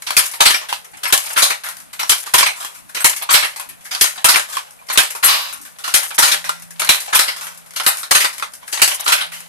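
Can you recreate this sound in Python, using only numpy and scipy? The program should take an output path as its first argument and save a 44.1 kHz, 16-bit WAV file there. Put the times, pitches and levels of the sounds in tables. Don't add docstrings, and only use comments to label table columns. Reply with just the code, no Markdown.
import sys
import numpy as np
from scipy import signal
from scipy.fft import rfft, irfft
from scipy.io import wavfile
from scipy.ndimage import uniform_filter1d

SR = 44100
rng = np.random.default_rng(int(sys.argv[2]) if len(sys.argv) > 2 else 0)


def output_pcm(signal):
    pcm = np.clip(np.atleast_2d(signal).T, -1, 1) * 32767
    wavfile.write(sys.argv[1], SR, np.round(pcm).astype(np.int16))


def boost_factor(decibels):
    exponent = np.asarray(decibels, float) / 20
    return 10 ** exponent


N = 418068

# pitch_hz, t60_s
WIRES = [(7288, .12), (8226, .06), (8851, .12), (9834, .07), (11000, .06), (11548, .08), (12350, .07),
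         (13071, .08), (13389, .09), (14149, .04)]
# start_s, blow_db, steel_re_wood_db, chatter_t60_s
LANDING = [
    (0.166, -7.5, 1.5, 0.18),
    (1.124, -1.5, -3.5, 0.14),
    (2.0936, -8.5, 2, 0.17),
    (3.043, 0, -2.5, 0.13),
    (4.01, -5.5, 0.5, 0.12),
    (4.974, 1, -5.5, 0.11),
    (5.939, -7.5, 0, 0.24),
    (6.89, 2.5, -3, 0.054),
    (7.863, 0.5, -3, 0.033),
    (8.817, -0.5, -2.5, 0.12),
]
# start_s, blow_db, steel_re_wood_db, chatter_t60_s
SLAM = [
    (.404, 0, -20.5, 0.1),
    (2.337, -1.5, -1.5, 0.087),
    (4.243, 1, -1, 0.067),
    (6.184, 0.5, -2.5, 0.06),
    (8.109, 0.5, -6.5, 0.094),
]


def unit(x):
    return x / np.sqrt(np.mean(x ** 2) + 1e-20)


def colour(x, points):
    size = 1024
    hz, db = np.transpose(points)
    bins_hz = np.maximum(np.fft.rfftfreq(size, 1 / SR), 1)
    gain_db = np.interp(np.log(bins_hz), np.log(hz), db)
    cep = irfft(np.log(boost_factor(gain_db)))
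    cep[1:size // 2] *= 2
    cep[size // 2 + 1:] = 0
    taps = irfft(np.exp(rfft(cep)))[:size // 2]
    return signal.oaconvolve(x, taps[None] / np.linalg.norm(taps), axes=1)[:, :N]


def butter(x, order, hz, kind):
    return signal.sosfilt(signal.butter(order, hz, kind, fs=SR, output="sos"), x)


def fade(t, t60_s):
    return np.exp(-np.log(1000) * t / t60_s)


def curve(rows):
    start_s, level_db = np.transpose(rows)
    return np.interp(np.arange(N) / SR, start_s, level_db)


def wander(hold):
    held = np.repeat(rng.standard_normal(N // hold + 1), hold)[:N]
    return uniform_filter1d(held, hold // 2)


def grit(shape, spread_db):
    jumps = np.minimum(rng.exponential(size=(shape[0], shape[1] // 48 + 1)), 3)
    sizes = boost_factor(np.minimum(spread_db, 3) * jumps)
    return unit(rng.standard_normal(shape) * np.repeat(sizes, 48, axis=1)[:, :shape[1]])


def ring(modes, t, scatter_db, detune):
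    hz, t60_s = np.transpose(modes)[:, :, None]
    size, slip = rng.standard_normal((2, len(modes), 1))
    phase = rng.uniform(0, 2 * np.pi, (2, len(modes), 1))
    waves = np.sin(2 * np.pi * hz * (1 + detune * slip) * t + phase)
    out = np.sum(boost_factor(scatter_db * size) * fade(t, t60_s) * waves, axis=1)
    return out / np.linalg.norm(out, axis=1, keepdims=True)


def outdoor_air(loom):
    # pitch_hz, level_db
    air_gain = [(30, 5), (87, 11.5), (346, 17.5), (978, 5.5), (1200, 4), (5170, -10), (11000, 0.5),
                (14500, -11)]
    air = boost_factor(-41.5) * colour(rng.standard_normal((2, N)), air_gain)
    duck_db, duck_above_db, duck_s = -6.5, -30.5, 0.091
    busy = uniform_filter1d(np.abs(loom[0]), int(duck_s * SR)) / boost_factor(duck_above_db)
    gust_db = 2.5 * wander(SR // 12)
    bass_gain = boost_factor(duck_db * busy / (1 + busy) + gust_db - 2.5)
    return bass_gain * butter(air, 2, 450, "low") + butter(air, 2, 450, "high")


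def drone():
    # start_s, level_db
    swell = [(5.3, -58), (5.6, -57), (5.95, -55), (6.25, -54), (6.4, -43.5), (6.85, -41), (7.1, -62),
             (7.45, -47), (7.8, -52), (8.0, -59), (8.6, -57), (9.1, -60), (9.3, -44), (9.48, -45)]
    pitch_hz = 167.5
    return boost_factor(curve(swell)) * np.sin(2 * np.pi * pitch_hz * np.arange(N) / SR)


def shaking():
    shake_db = [-34, -29.5, -28, -33, -35, -61, -34, -29, -51, -27]
    flight_s = 0.1
    rest_db, rest_lead_s, swing_s = -57, 0.12, 0.14
    picks_s = [row[0] - flight_s for row in LANDING]
    rows = []
    for start_s, peak_db in zip(picks_s, shake_db):
        rows += [(start_s - rest_lead_s, rest_db), (start_s + swing_s, peak_db)]
    next_pick_s = 2 * picks_s[-1] - picks_s[-2]
    return rows + [(next_pick_s - rest_lead_s, rest_db)]


def rattle(wood_gain, steel_gain):
    hold = int(SR / 70)
    wood_db = 6.2 * wander(hold) - 6.5
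    steel_db = 6.6 * wander(hold) - 2.5
    wood = boost_factor(wood_db) * colour(grit((2, N), spread_db=7.6), wood_gain)
    steel = boost_factor(steel_db) * colour(grit((2, N), spread_db=8.5), steel_gain)
    return boost_factor(curve(shaking())) * (wood + steel)


def strikes():
    # start_s, blow_db, steel_re_wood_db, chatter_t60_s
    picker = [
        (.065, -20.5, -7, 0.28),
        (1.031, -16, -4, 0.15),
        (1.992, -17, -6, 0.21),
        (2.946, -14.5, -9, 0.073),
        (3.909, -19.5, -6, 0.4),
        (4.884, -18.5, -14, 0.074),
        (5.837, -22.5, -7, 0.5),
        (7.759, -20.5, -2, 0.24),
        (8.724, -18, -2.5, 0.27),
    ]
    # start_s, blow_db, steel_re_wood_db, chatter_t60_s
    race = [(.105, -14.5, -4.5, 0.043), (1.054, -17.5, -14, 0.23), (1.1, -23, -28, 0.076),
            (2.03, -17, -9.5, 0.042), (2.966, -18.5, -10, 0.24), (3.003, -19, -12, 0.1),
            (3.948, -18, -7.5, 0.079), (4.899, -18.5, -14, 0.3), (4.932, -24, -4, 0.13),
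            (4.955, -15.5, -27, 0.061), (5.877, -23, -4, 0.22), (6.817, -17.5, -19, 0.2),
            (6.846, -22.5, 3, 0.069), (6.872, -21, -23, 0.13), (7.798, -15.5, -11, 0.096),
            (7.834, -28.5, 0, 0.75), (8.774, -15.5, -14, 0.05), (8.795, -26, -34, 0.21)]
    # start_s, blow_db,
    # steel_re_wood_db, chatter_t60_s
    rebound = [(.225, -14.5, -1, 0.01), (1.176, -30, -5, 0.053), (1.236, -34, 10, .06),
               (2.116, -9, -15, 0.11), (2.179, -29.5, 8, 0.076), (3.161, -25.5, 6, 0.13),
               (4.04, -5, -1.5, 0.035), (5.103, -23.5, 5, .06), (6.028, -24, 4, 0.17),
               (6.795, -15, 1.5, 0.1), (7.002, -21, 5, 0.041), (7.97, -21, 6, 0.018),
               (8.875, -15, 3, 0.091), (8.911, -17, -19, 0.19)]
    # start_s, blow_db, steel_re_wood_db, chatter_t60_s
    skew = [
        (1.361, -10.5, -19, 0.28),
        (1.374, -12.5, -1, 0.33),
        (3.289, -12, -29, 0.2),
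        (3.303, -11.5, -3.5, 0.42),
        (5.227, -10.5, -6, 0.28),
        (5.236, -15.5, 2.5, 0.53),
        (7.126, -11, -23, 0.34),
        (7.147, -6, -0.5, 0.12),
        (9.059, -11, -31, 0.081),
        (9.074, -10.5, -5.5, 0.31),
    ]
    # start_s, blow_db, steel_re_wood_db, chatter_t60_s
    cap = [(.255, -25.5, 8, .12), (.454, -1, -7, 0.17), (.541, -5.5, -11, 0.055), (1.421, -6, -4, .25),
           (2.38, -4.5, -4.5, 0.17), (3.337, -5, -8, 0.3), (4.285, -5.5, -3, 0.26),
           (5.279, -10.5, -22, 0.65), (6.222, -6, -4.5, 0.35), (6.315, -10, -3, 0.13),
           (7.191, -0.5, -2.5, 0.042), (8.147, -5, -4.5, 0.25), (8.242, -8.5, -8, 0.11),
           (9.12, -5.5, -4.5, 0.15), (9.206, -15, -15, 0.2)]
    # start_s, blow_db, steel_re_wood_db, chatter_t60_s
    bounce = [(.501, -4, -5.5, .06), (1.5, -10.5, -10.5, 0.18), (2.426, -7, -17, 0.1),
              (2.458, -10.5, -12, 0.22), (3.425, -10.5, -21, 0.11), (3.443, -13, -9, 0.1),
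              (4.339, -7, -15, 0.076), (4.357, -7, -9.5, 0.13), (5.337, -13, -12, 0.11),
              (6.276, -12.5, -5, 0.19), (6.333, -13, -8, 0.1), (7.277, -14, -12, 0.25),
              (8.202, -12, -3.5, 0.24), (9.136, -24, -20, 0.38), (9.178, -20, -21, 0.26)]
    # start_s, blow_db, steel_re_wood_db, chatter_t60_s
    treadle = [
        (.7265, -20.5, -7.5, 0.18),
        (1.687, -31, 2.5, 0.15),
        (2.647, -26, -3, 0.17),
        (3.597, -29.5, -1, 0.23),
        (4.568, -19, -9, 0.14),
        (5.526, -31.5, -2, 0.33),
        (6.492, -17.5, -7, 0.1),
        (7.468, -30.5, -2, 0.17),
        (8.424, -19.5, -11, 0.16),
        (9.404, -37, 2, 0.076),
    ]
    # start_s, blow_db, steel_re_wood_db, chatter_t60_s
    snaps = [(.4065, -4.5, 1, 0.018), (.482, -10, -20, .03), (.192, -11, -7, 0.094), (5.003, -8, -8, .04),
             (1.176, -14.5, 2.5, 0.05), (2.408, -3.5, -9, 0.011), (3.095, -18, 4.5, 0.083),
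             (4.358, -5, -7, 0.021), (4.395, -14.5, -5, 0.046), (5.033, -14, -4, 0.037),
             (5.879, -28, -15, .02), (6.052, -37, 5, 0.018), (6.18, -11, -21, 0.046),
             (6.343, -16, -20, 0.057), (6.818, -10.5, -12, 0.02), (6.945, -15.5, -5, 0.054),
             (8.796, -16, -25, 0.014), (8.876, -13.5, -1, 0.024), (9.078, -8, -13, 0.018),
             (4.582, -29, -23, 0.099), (1.932, -41, -20, 0.037)]
    # start_s, knock_db, chatter_t60_s
    slats = [(.336, -25.5, 0.19), (1.259, -26, 0.23), (1.303, -27, 0.33), (2.56, -37, 0.96),
             (2.603, -28, 0.25), (2.627, -27, 0.067), (3.222, -22.5, 0.098), (3.56, -28, 0.26),
             (4.486, -36, 0.14), (4.497, -33.5, 0.49), (4.551, -29, 0.17), (5.15, -26, 0.23),
             (5.47, -50, 0.065), (5.485, -36, 0.25), (8.397, -23, 0.037)]
    # start_s, knock_db, chatter_t60_s
    thuds = [(.392, -28, .05), (.613, -18.5, 0.028), (.933, -33.5, 0.16), (3.213, -20, 0.058),
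             (4.176, -20.5, 0.099), (4.667, -34, .04), (4.814, -48, 0.097), (6.105, -20, 0.065),
             (6.121, -39, 0.044), (7.075, -24.5, 0.21), (8.28, -23, 0.045), (8.625, -33, 0.096),
             (8.995, -15, 0.044)]
    # start_s, knock_db, chatter_t60_s
    rods = [(6.442, -26, 0.45), (1.636, -28, 0.44), (5.651, -38.5, 0.25), (5.786, -35, 0.24),
            (7.362, -31, 0.48), (7.41, -27.5, 0.46), (7.547, -44, 0.066), (7.707, -36, 0.049),
            (7.736, -39, 0.1), (8.031, -23.5, 0.15), (8.328, -34, 0.41), (9.319, -31, 0.16)]
    # start_s, knock_db, chatter_t60_s
    pulleys = [(.686, -24, 0.31), (.844, -34, 0.076), (.97, -31, 0.047), (1.66, -26, 0.15),
               (1.93, -25, 0.079), (2.26, -26, 0.22), (2.745, -40.5, 0.3), (2.892, -36, 0.085),
               (3.688, -36.5, 0.23), (3.808, -39, 0.032), (3.851, -31.5, 0.21), (4.157, -28.5, .07),
               (4.524, -26.5, 0.34), (4.867, -40, 0.044), (7.66, -39, 0.049), (9.331, -30, 0.48)]
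    # start_s, knock_db, chatter_t60_s
    heddles = [(.021, -29.5, 0.052), (.312, -34, 0.12), (1.711, -38, 0.062), (1.768, -34, 0.027),
               (1.801, -37, 0.05), (4.707, -45, 0.049), (5.612, -49, 0.4), (6.597, -47, 0.051),
               (6.621, -39, 0.081), (6.706, -40, 0.1), (7.574, -45, 0.082), (8.38, -30, 0.076),
               (8.519, -55, 0.051), (8.535, -34.5, 0.069), (8.551, -45, 0.079), (8.678, -34, 0.15)]
    # events, rise_s, pitch_hz, crack_db
    hard_parts = [(picker, 0.0055, 4530, -11), (race, 0.0012, 1093, -1), (LANDING, 0.0015, 3325, -18),
                  (rebound, 0.0045, 2280, -1.1), (SLAM, 0.0059, 990, -5.5), (skew, 0.0079, 1277, -5),
                  (cap, 0.0061, 3860, 0), (bounce, 0.0059, 2270, -1), (treadle, 0.00067, 1100, 9.8),
                  (snaps, 0.001, 2380, 0)]
    # events, pitch_hz, steel_re_wood_db of a middling knock, rise_s, crack_db
    soft_parts = [(slats, 920, -0.92, 0.0038, 9.3), (thuds, 886, -39, 0.0072, 2.4),
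                  (rods, 1475, -1.6, 0.0056, 12), (pulleys, 1600, -0.48, 0.006, 2.9),
                  (heddles, 1660, 3.7, 0.002, 2.7)]
    middling_db, steel_per_db = -32, -0.47
    out = [(*row, *part) for rows, *part in hard_parts for row in rows]
    for rows, pitch_hz, steel_db, rise_s, crack_db in soft_parts:
        for start_s, db, t60_s in rows:
            lean_db = steel_per_db * (db - middling_db)
            out.append((start_s, db, steel_db + lean_db, t60_s, rise_s, pitch_hz, crack_db))
    out = np.array(out)
    out[:, -2] *= 1 + 0.05 * rng.standard_normal(len(out))
    return out


def blows(wood_gain, steel_gain):
    # pitch_hz, t60_s
    beam_modes = [(590, .05), (820, .04), (965, .06), (1350, .04), (1750, .05), (2350, .03), (3090, .03),
                  (4130, .025)]
    # pitch_hz, level_db
    frame_gain = [(20, -9), (60, -8), (130, -14), (350, -0.5), (650, 0.5), (950, 1), (1300, -17),
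                  (2500, -54)]
    crack_t60_s, thump_t60_s = 0.0061, 0.15
    room_t60_s, room_db = 0.25, -8
    loose_db, loose_t60_s, loose_hz_range = -4, 0.016, (900, 13000)
    wood, steel, rings, thump = np.zeros((4, 2, N + SR))
    t = np.arange(SR // 4) / SR
    short = t[:1536]
    echo = boost_factor(room_db) * np.minimum(t / 0.015, 1) * fade(t, room_t60_s)
    for start_s, db, steel_db, t60_s, rise_s, hz, crack_db in strikes():
        chatter = np.minimum(t / rise_s, 1) * fade(t, t60_s)
        crack = boost_factor(crack_db) * np.minimum(t / 0.00093, 1) * fade(t, crack_t60_s)
        direct = (chatter + crack) * grit((2, len(t)), spread_db=1.0)
        hit = boost_factor(db) * (direct + echo * grit((2, len(t)), spread_db=-2.0))
        part_modes = [(hz, 24 / hz), (0.8 * hz, 12 / hz), (1.3 * hz, 16 / hz)]
        part = ring(part_modes, short, scatter_db=2, detune=0.01)
        beams = ring(beam_modes, short, scatter_db=3, detune=0.02)
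        wires = ring(WIRES, short, scatter_db=3.5, detune=0.001)
        loose_hz = np.exp(rng.uniform(*np.log(loose_hz_range), size=12))
        loose = ring([(f, loose_t60_s) for f in loose_hz], short, scatter_db=3, detune=0)
        body = boost_factor(-8.0 - 0.16 * db) * part + boost_factor(-12.0) * beams
        body = body + boost_factor(steel_db - 12.5 + 0.97 * db) * wires + boost_factor(loose_db) * loose
        rung = signal.fftconvolve(hit, body, axes=1)
        i = int(start_s * SR)
        wood[:, i:i + len(t)] += hit
        steel[:, i:i + len(t)] += boost_factor(steel_db) * hit
        thump[:, i:i + len(t)] += boost_factor(0.13 * db) * fade(t, thump_t60_s) * hit
        rings[:, i:i + rung.shape[1]] += rung
    clatter = boost_factor(-4.0) * colour(wood, wood_gain) + boost_factor(2.5) * colour(steel, steel_gain)
    clatter = butter(clatter, 2, 237, "high")
    return clatter + boost_factor(-9.0) * colour(thump, frame_gain) + butter(rings[:, :N], 3, 450, "high")


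def knocks():
    # start_s, level_db, pitch_hz, t60_s
    beam_ends = [(0.403, -14, 972, 0.15), (.46, -16, 2030, .04), (.7265, -14.5, 950, 0.067),
                 (.7268, -21, 2800, .06), (1.375, -13, 1310, .06), (2.034, -19, 1007, 0.071),
                 (2.275, -28, 1170, .05), (2.429, -10, 1020, 0.072), (3.291, -13.5, 1260, 0.053),
                 (4.244, -9, 995, .08), (4.358, -9, 2370, 0.041), (4.569, -14.5, 1063, 0.05),
                 (4.59, -24, 970, 0.06), (4.9, -19, 1020, 0.071), (4.99, -9, 1600, .06),
                 (5.879, -21.5, 1040, 0.03), (6.11, -28, 1500, .06), (6.181, -21, 1100, .04),
                 (6.342, -24, 2070, 0.035), (6.4925, -12.5, 1107, 0.024), (6.495, -20, 1384, 0.2),
                 (4.815, -40, 1000, .12), (4.79, -45, 2380, .15), (7.801, -22, 1260, .08),
                 (6.817, -18.5, 1250, .05), (7.131, -15, 1293, 0.071), (8.11, -15, 1800, 0.07),
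                 (8.425, -28, 1325, .07), (8.427, -25, 2380, .06), (8.797, -27, 2540, .03),
                 (9.064, -14, 1310, .07), (0.167, -9, 2400, 0.074), (0.106, -25, 1190, .05)]
    out = np.zeros((2, N + SR))
    t = np.arange(SR // 8) / SR
    for start_s, db, hz, t60_s in beam_ends:
        modes = [(hz, t60_s), (1.07 * hz, 0.6 * t60_s), (0.9 * hz, 0.5 * t60_s)]
        note = ring(modes, t, scatter_db=2, detune=0.003)
        i = int(start_s * SR)
        out[:, i:i + len(t)] += boost_factor(db) * np.minimum(t / 0.00072, 1) * note / np.std(note[:, :256])
    return out[:, :N]


def jingles():
    # pitch_hz, t60_s
    tip_modes = [(8100, .14), (9655, .14), (9685, .14), (10480, .05), (11390, .14), (11351, .14),
                 (12240, .06), (13221, .08), (14150, .05)]
    # start_s, level_db, length_s
    tip_shivers = [(.183, -11, 0.016), (.313, -34, .025), (.336, -34, .045), (1.075, -24, .03),
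                   (1.385, -24, .03), (1.64, -35, 0.031), (1.689, -32, .02), (1.762, -42, .03),
                   (2.097, -19, 0.035), (2.264, -43, .03), (3.0, -22.5, 0.041), (3.223, -26, 0.016),
                   (3.325, -10, 0.036), (3.598, -30, .02), (3.688, -35, 0.018), (4.015, -11, 0.025),
                   (4.927, -20, 0.035), (5.153, -34, .035), (5.243, -7, .04), (5.528, -30, .02),
                   (5.614, -40, .02), (5.947, -13, 0.019), (6.07, -38, .04), (7.148, -10.5, 0.041),
                   (7.44, -34, .04), (7.87, -11, 0.033), (8.0, -32, .065), (.545, -29, .06),
                   (8.995, -31, .03)]
    reed_db, reed_s, catch_t60_s = -19, 0.04, 0.046
    out = np.zeros((2, N + SR))
    t = np.arange(SR // 8) / SR
    rows = [(*row, tip_modes) for row in tip_shivers]
    rows += [(row[0], reed_db, reed_s, WIRES) for row in SLAM]
    for start_s, db, length_s, modes in rows:
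        shiver = fade(t, 3.0 * length_s) * grit((2, len(t)), spread_db=2.0)
        response = ring(modes, t, scatter_db=2.5, detune=0.001)
        rung = signal.fftconvolve(shiver, response, axes=1)[:, :len(t)]
        caught = fade(np.maximum(t - length_s, 0), catch_t60_s)
        i = int(start_s * SR)
        out[:, i:i + len(t)] += boost_factor(db) * rung / np.std(rung[:, :1536]) * caught
    return out[:, :N]


def scene():
    # pitch_hz, level_db
    wood_gain = [(300, -22), (700, 3.5), (1000, 1), (1400, 3), (2300, 3.5), (4200, 0), (5500, -9),
                 (8000, -14.5), (12000, -59)]
    # pitch_hz, level_db
    steel_gain = [(3000, -40), (5000, -3.5), (6300, 0), (7600, 1), (9600, 5.5), (11400, 3.5), (13000, -0.5),
                  (14200, -4.5), (15400, -26)]
    loom = rattle(wood_gain, steel_gain) + blows(wood_gain, steel_gain) + knocks() + jingles()
    return loom + outdoor_air(loom) + drone()


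def band_limit(x):
    return signal.sosfilt(signal.butter(12, 15590, fs=SR, output="sos"), x)


def record(dry):
    # pitch_hz, level_db
    right_gain = [(60, -1.5), (1300, -1), (2400, 0), (4400, 0), (8100, -5), (15000, -6.5)]
    left, other = dry
    low, high = (signal.butter(1, 900, kind, fs=SR) for kind in ("low", "high"))
    shared = 0.93
    bass = shared * left + np.sqrt(1 - shared ** 2) * other
    right = signal.lfilter(*high, other) - signal.lfilter(*low, bass)
    right = boost_factor(-3.2) * colour(right[None], right_gain)[0]
    loud = np.clip(np.array([left, right]), -1.1, 1.1)
    loud = loud + 0.011 * uniform_filter1d(loud ** 2, size=96, axis=1)
    top = signal.ellip(10, 0.3, 80, 14250, fs=SR, output="sos")
    mix = np.clip(signal.sosfilt(top, loud), -1, 1)
    return band_limit(mix)


dry = scene()
out = record(dry)
output_pcm(out)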